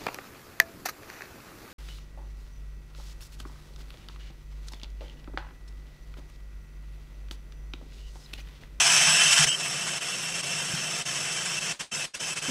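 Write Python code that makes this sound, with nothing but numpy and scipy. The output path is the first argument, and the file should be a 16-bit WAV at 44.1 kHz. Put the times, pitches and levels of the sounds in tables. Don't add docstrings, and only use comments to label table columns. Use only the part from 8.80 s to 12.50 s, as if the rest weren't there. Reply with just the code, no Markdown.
import sys
import numpy as np
from scipy import signal
from scipy.fft import rfft, irfft
from scipy.io import wavfile
from scipy.ndimage import uniform_filter1d, map_coordinates

SR = 44100
rng = np.random.default_rng(int(sys.argv[2]) if len(sys.argv) > 2 else 0)


def dump_mix(stems):
    frames = np.atleast_2d(stems).T
    limited = np.clip(frames, -1, 1)
    pcm = np.round(limited * 32767).astype(np.int16)
    wavfile.write(sys.argv[1], SR, pcm)


def decibels_to_gain(level_db):
    exponent = np.asarray(level_db, float) / 20
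    return 10 ** exponent


N = 163170
T = np.arange(N) / SR


def noise():
    return rng.standard_normal(N)


def in_time(rows):
    s, *cols = np.transpose(rows)
    return [np.interp(T, s, c) for c in cols]


def rms_one(x):
    return x / np.sqrt(np.mean(x ** 2) + 1e-20)


def drift(rate_hz):
    r = np.exp(-80 * np.pi * rate_hz / SR)
    slow = signal.lfilter([1], [1, -2 * r, r * r], rng.standard_normal(N // 40 + 2002))[2000:]
    return np.interp(np.arange(N) / 40, np.arange(len(slow)), rms_one(slow))


def coloured(x, points):
    hz, db = np.transpose(points)
    f = np.arange(1, N // 2 + 2) * SR / N
    gain = decibels_to_gain(np.interp(np.log(f), np.log(hz), db))
    return rms_one(irfft(rfft(x) * gain, N))


def resonance(x, hz, width_hz):
    r = np.exp(-np.pi * width_hz / SR)
    ring = [1, -2 * r * np.cos(2 * np.pi * hz / SR), r * r]
    return rms_one(signal.lfilter([1, 0, -1], ring, x))


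def band(x, low_hz, high_hz):
    return signal.sosfilt(signal.butter(6, [low_hz, high_hz], "band", fs=SR, output="sos"), x)


# time in seconds, level in dB.
LOAD_LEVEL = [(0, -18), (.3, -18.5), (.62, -18), (.684, -21.5), (.705, -32), (.75, -29.5), (.775, -34),
              (.8, -30), (1.3, -30.5), (1.9, -30), (2.5, -30), (2.9, -29.5), (3.2, -30.5), (3.5, -31),
              (3.7, -30)]


def whisking_level():
    return in_time(LOAD_LEVEL)[0]


def turning():
    turns_hz, depth, jitter = 18.3, 0.2, 0.022
    phase = 2 * np.pi * np.cumsum(turns_hz * (1 + jitter * drift(2.45))) / SR
    return 1 + depth * np.sin(phase)


# time in seconds, pitch in Hz, level against the churn in dB.
GEAR_PITCH = [(0, 2564, -10), (.35, 2658, -5), (.6, 2656, -9.5), (1, 2650, -9.5), (1.6, 2726, -7.5),
              (2.3, 2660, -8.5), (2.9, 2680, -8), (3.7, 2613, -8)]
# multiple of the pitch, level in dB, blur in Hz.
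GEAR_OVERTONES = [(1, -3.3, 46), (2, -6, 37), (3, -8.5, 57)]


def gears(throb):
    hz, db = in_time(GEAR_PITCH)
    phase = 2 * np.pi * np.cumsum(hz) / SR
    whine = np.zeros(N)
    for multiple, level_db, width_hz in GEAR_OVERTONES:
        angle = round(multiple) * phase
        rough_tone = drift(width_hz) * np.cos(angle) + drift(width_hz) * np.sin(angle)
        whine += decibels_to_gain(level_db) * rough_tone
    return decibels_to_gain(db) * throb * whine


def wire_ticks():
    ticks_per_s, spread_db = 2500, 3
    sizes = decibels_to_gain(spread_db * np.minimum(rng.exponential(1, N), 4)) * rng.choice([-1, 1], N)
    return rms_one(sizes * (rng.random(N) < ticks_per_s / SR))


# pitch in Hz, width in Hz, level in dB.
BOWL_AND_HOUSING = [(690, 41, -25), (1624, 210, -19), (2000, 100, -36), (3083, 31, -15.5), (2953, 48, -20),
                    (2810, 1020, -11.5), (5494, 310, -11.5), (6180, 260, -13), (7780, 380, -17),
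                    (9570, 100, -28.5), (10150, 170, -26), (11800, 250, -52)]
# pitch in Hz, level in dB per Hz.
CHURN_COLOUR = [(560, -34), (680, -6.5), (1300, -0.5), (3300, -1), (4000, -10), (5300, -3), (8300, -2),
                (11300, -21.5)]


def wires(throb):
    churn_db, patch_db = -6.5, -2
    ticks = 0.52 * wire_ticks()
    out = decibels_to_gain(churn_db + patch_db * drift(30)) * coloured(ticks + noise(), CHURN_COLOUR)
    for hz, width_hz, db in BOWL_AND_HOUSING:
        out += decibels_to_gain(db + 1.14 * drift(6.5)) * resonance(ticks + noise(), hz, width_hz)
    return out * throb ** 0.054


# time in seconds, drone level in dB.
BOWL_PRESS = [(0, -50), (.15, -42), (.5, -46.5), (.57, -50), (.7, -48), (.76, -51), (.84, -44.5),
              (1.14, -45.5), (1.22, -52), (1.4, -47.5), (1.8, -43.5), (2.2, -45.5), (2.6, -47),
              (2.72, -46.5), (2.9, -45), (3.17, -46.5), (3.4, -48), (3.7, -47.5)]


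def worktop_drone():
    drone_hz, width_hz, patch_db = 153, 40, 0.7
    drone = resonance(resonance(noise(), drone_hz, width_hz), drone_hz, 88)
    drone /= np.sqrt(uniform_filter1d(drone ** 2, size=2500))
    return decibels_to_gain(in_time(BOWL_PRESS)[0] + patch_db * drift(24)) * drone


# pitch in Hz, level in dB per Hz.
ROOM_COLOUR = [(25, -7), (97, -9), (151, -9), (237, -4), (485, 4.1), (640, 3.5), (900, -7), (1500, -10)]


def room_floor(load_db):
    floor_db, follows = -43.5, 0.05
    return decibels_to_gain(floor_db + follows * (load_db - load_db.min())) * coloured(noise(), ROOM_COLOUR)


# pitch in Hz, level in dB.
HUM_TONES = [(298, -61.5), (356, -57.5)]


def appliance_hum():
    return sum(decibels_to_gain(db + 1.6 * drift(12)) * np.sin(2 * np.pi * hz * T) for hz, db in HUM_TONES)


# start in seconds, peak in dB, pitch in Hz, time to fall 60 dB in seconds.
WORKTOP_KNOCKS = [
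    (0.276, -26, 160, 0.22),
    (0.447, -24.5, 153, 0.11),
    (0.593, -20.5, 150.4, 0.23),
    (0.651, -28, 139.5, 0.2),
    (1.937, -18.5, 160, 0.055),
    (3.645, -41, 143, 0.27),
    (3.684, -20.5, 257, 0.096),
    (3.687, -32, 405, 0.062),
    (3.688, -24, 526, 0.051),
    (3.683, -26, 170, .1),
]


def knocks():
    out = np.zeros(N)
    for s, db, hz, t60 in WORKTOP_KNOCKS:
        u = np.clip(T - s, 0, None)
        shape = (1 - np.exp(-u / 0.006)) * decibels_to_gain(db - 60 * u / t60)
        low_note = 0.23 * np.sin(1.25 * np.pi * hz * u) * np.exp(-u / 0.05)
        out += shape * (np.sin(2 * np.pi * hz * u) + low_note)
    return out


# start in seconds, length in seconds, pitch in Hz, level in dB.
WIRE_SQUEALS = [
    (.672, .088, 3110, -28.5),
    (.672, .07, 2860, -32),
    (.675, .047, 7950, -28),
    (.672, .04, 5310, -33),
    (.44, .18, 3055, -30),
]


def squeals():
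    out = np.zeros(N)
    for s, length, hz, db in WIRE_SQUEALS:
        shape = np.clip(np.minimum(T - s, s + length - T) / 0.0083, 0, 1)
        tone = resonance(resonance(noise(), hz, 63), hz, 110)
        steady = tone / np.sqrt(uniform_filter1d(tone ** 2, size=700))
        out += decibels_to_gain(db) * shape * steady
    return out


def scene():
    load_db = whisking_level()
    throb = turning()
    blender = decibels_to_gain(load_db) * (wires(throb) + gears(throb)) + squeals()
    kitchen = worktop_drone() + room_floor(load_db) + appliance_hum() + knocks()
    mono = blender + kitchen
    return np.array([mono, mono])


# pitch in Hz, width in Hz, change in dB.
DARK_DIPS = [(11370, 360, -6), (4006, 160, -1), (6700, 130, -0.5)]


def flickering_bands(x):
    grain_db, grain_bins, hole_share, hole_db = 3.0, 1.6, 0.11, -12
    hz, _, z = signal.stft(x, SR, nperseg=1024)
    dips_db = sum(db * np.exp(-((hz - at_hz) / width_hz) ** 2) for at_hz, width_hz, db in DARK_DIPS)
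    above = (hz > 400)[:, None]
    at = np.meshgrid(np.arange(z.shape[0]) / grain_bins, np.arange(z.shape[1]) / 2, indexing="ij")
    flicker = map_coordinates(rng.standard_normal(z.shape), at, order=1)
    z = z * decibels_to_gain(dips_db[:, None] + above * grain_db * flicker)
    power = uniform_filter1d(uniform_filter1d(abs(z) ** 2, size=2, axis=0), size=3, axis=1)
    weak = above & (power < hole_share * uniform_filter1d(power, size=26, axis=0))
    return signal.istft(z * np.where(weak, decibels_to_gain(hole_db), 1), nperseg=1024)[1][:N]


# start in seconds, end in seconds, level of the filling hiss in dB.
STREAM_GAPS = [(0.644, 0.65, -5), (1.18, 1.19, -5.5), (1.606, 1.611, -5), (2.219, 2.237, -7),
               (2.788, 2.789, -6.5), (2.92, 2.979, -5), (3.011, 3.101, -2.5), (3.251, 3.325, -9),
               (3.351, 3.38, -4), (3.533, 3.542, -7), (3.588, 3.602, -5.5)]
# pitch in Hz, level in dB per Hz.
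HISS_COLOUR = [(100, -11), (400, -9.5), (1500, -9.3), (3500, -7.5), (6000, -9.5), (9000, -11.5),
               (11500, -30)]


def dropouts(x):
    cut_s, return_s, fade_db_per_s = 0.014, 0.018, 354
    keep, fill = np.ones(N), np.zeros(N)
    for s, end, db in STREAM_GAPS:
        gone = np.clip(np.minimum((T - s) / cut_s, 1 - (T - end) / return_s + 0.5), 0, 1)
        gone = np.sin(np.pi / 2 * gone) ** 2
        keep *= 1 - gone
        fill += np.sqrt(gone) * decibels_to_gain(db - fade_db_per_s * np.clip(T - s, 0, 1))
    hiss = decibels_to_gain(whisking_level()) * coloured(noise(), HISS_COLOUR)
    return keep * x + fill * hiss


def patchy_air(x):
    level = np.sqrt(uniform_filter1d(x ** 2, size=6000) + 1e-12)
    level = level * (T < 3.08) * (drift(16) < 1.1)
    air = sum(band(noise(), hz, hz + 500) * decibels_to_gain(3.5 * drift(10)) for hz in range(12400, 15600, 550))
    return decibels_to_gain(-38) * uniform_filter1d(level, size=300) * air


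# start and end in seconds, low and high edge in Hz, level in dB.
WIDE_MOMENTS = [
    (.02, 0.074, 9400, 11800, -7),
    (.18, 0.248, 9700, 11800, -9),
    (.96, 1.001, 9700, 11800, -8),
    (1.46, 1.498, 9000, 10400, -7),
    (3.11, 3.7, 9000, 11800, -4.5),
    (3.107, 3.162, 4220, 8530, 0),
    (3.168, 3.699, 4240, 4700, -9),
    (3.58, 3.64, 4700, 8800, -23),
]


def treble_width(x):
    side = np.zeros(N)
    for s, end, low_hz, high_hz, db in WIDE_MOMENTS:
        on = uniform_filter1d(1.0 * (T > s) * (T < end), size=400)
        side += decibels_to_gain(db) * on * band(np.roll(x, 997), low_hz, high_hz)
    return side


def top_cut(x):
    return signal.sosfilt(signal.butter(12, 15720, fs=SR, output="sos"), x)


def record(dry):
    x = dropouts(flickering_bands(dry[0]))
    low = signal.sosfilt(signal.ellip(10, 0.5, 70, 12050, fs=SR, output="sos"), x)
    middle = low + patchy_air(x)
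    side = treble_width(low)
    return top_cut(np.array([middle + side, middle - side]))


dry = scene()
out = record(dry)
dump_mix(out)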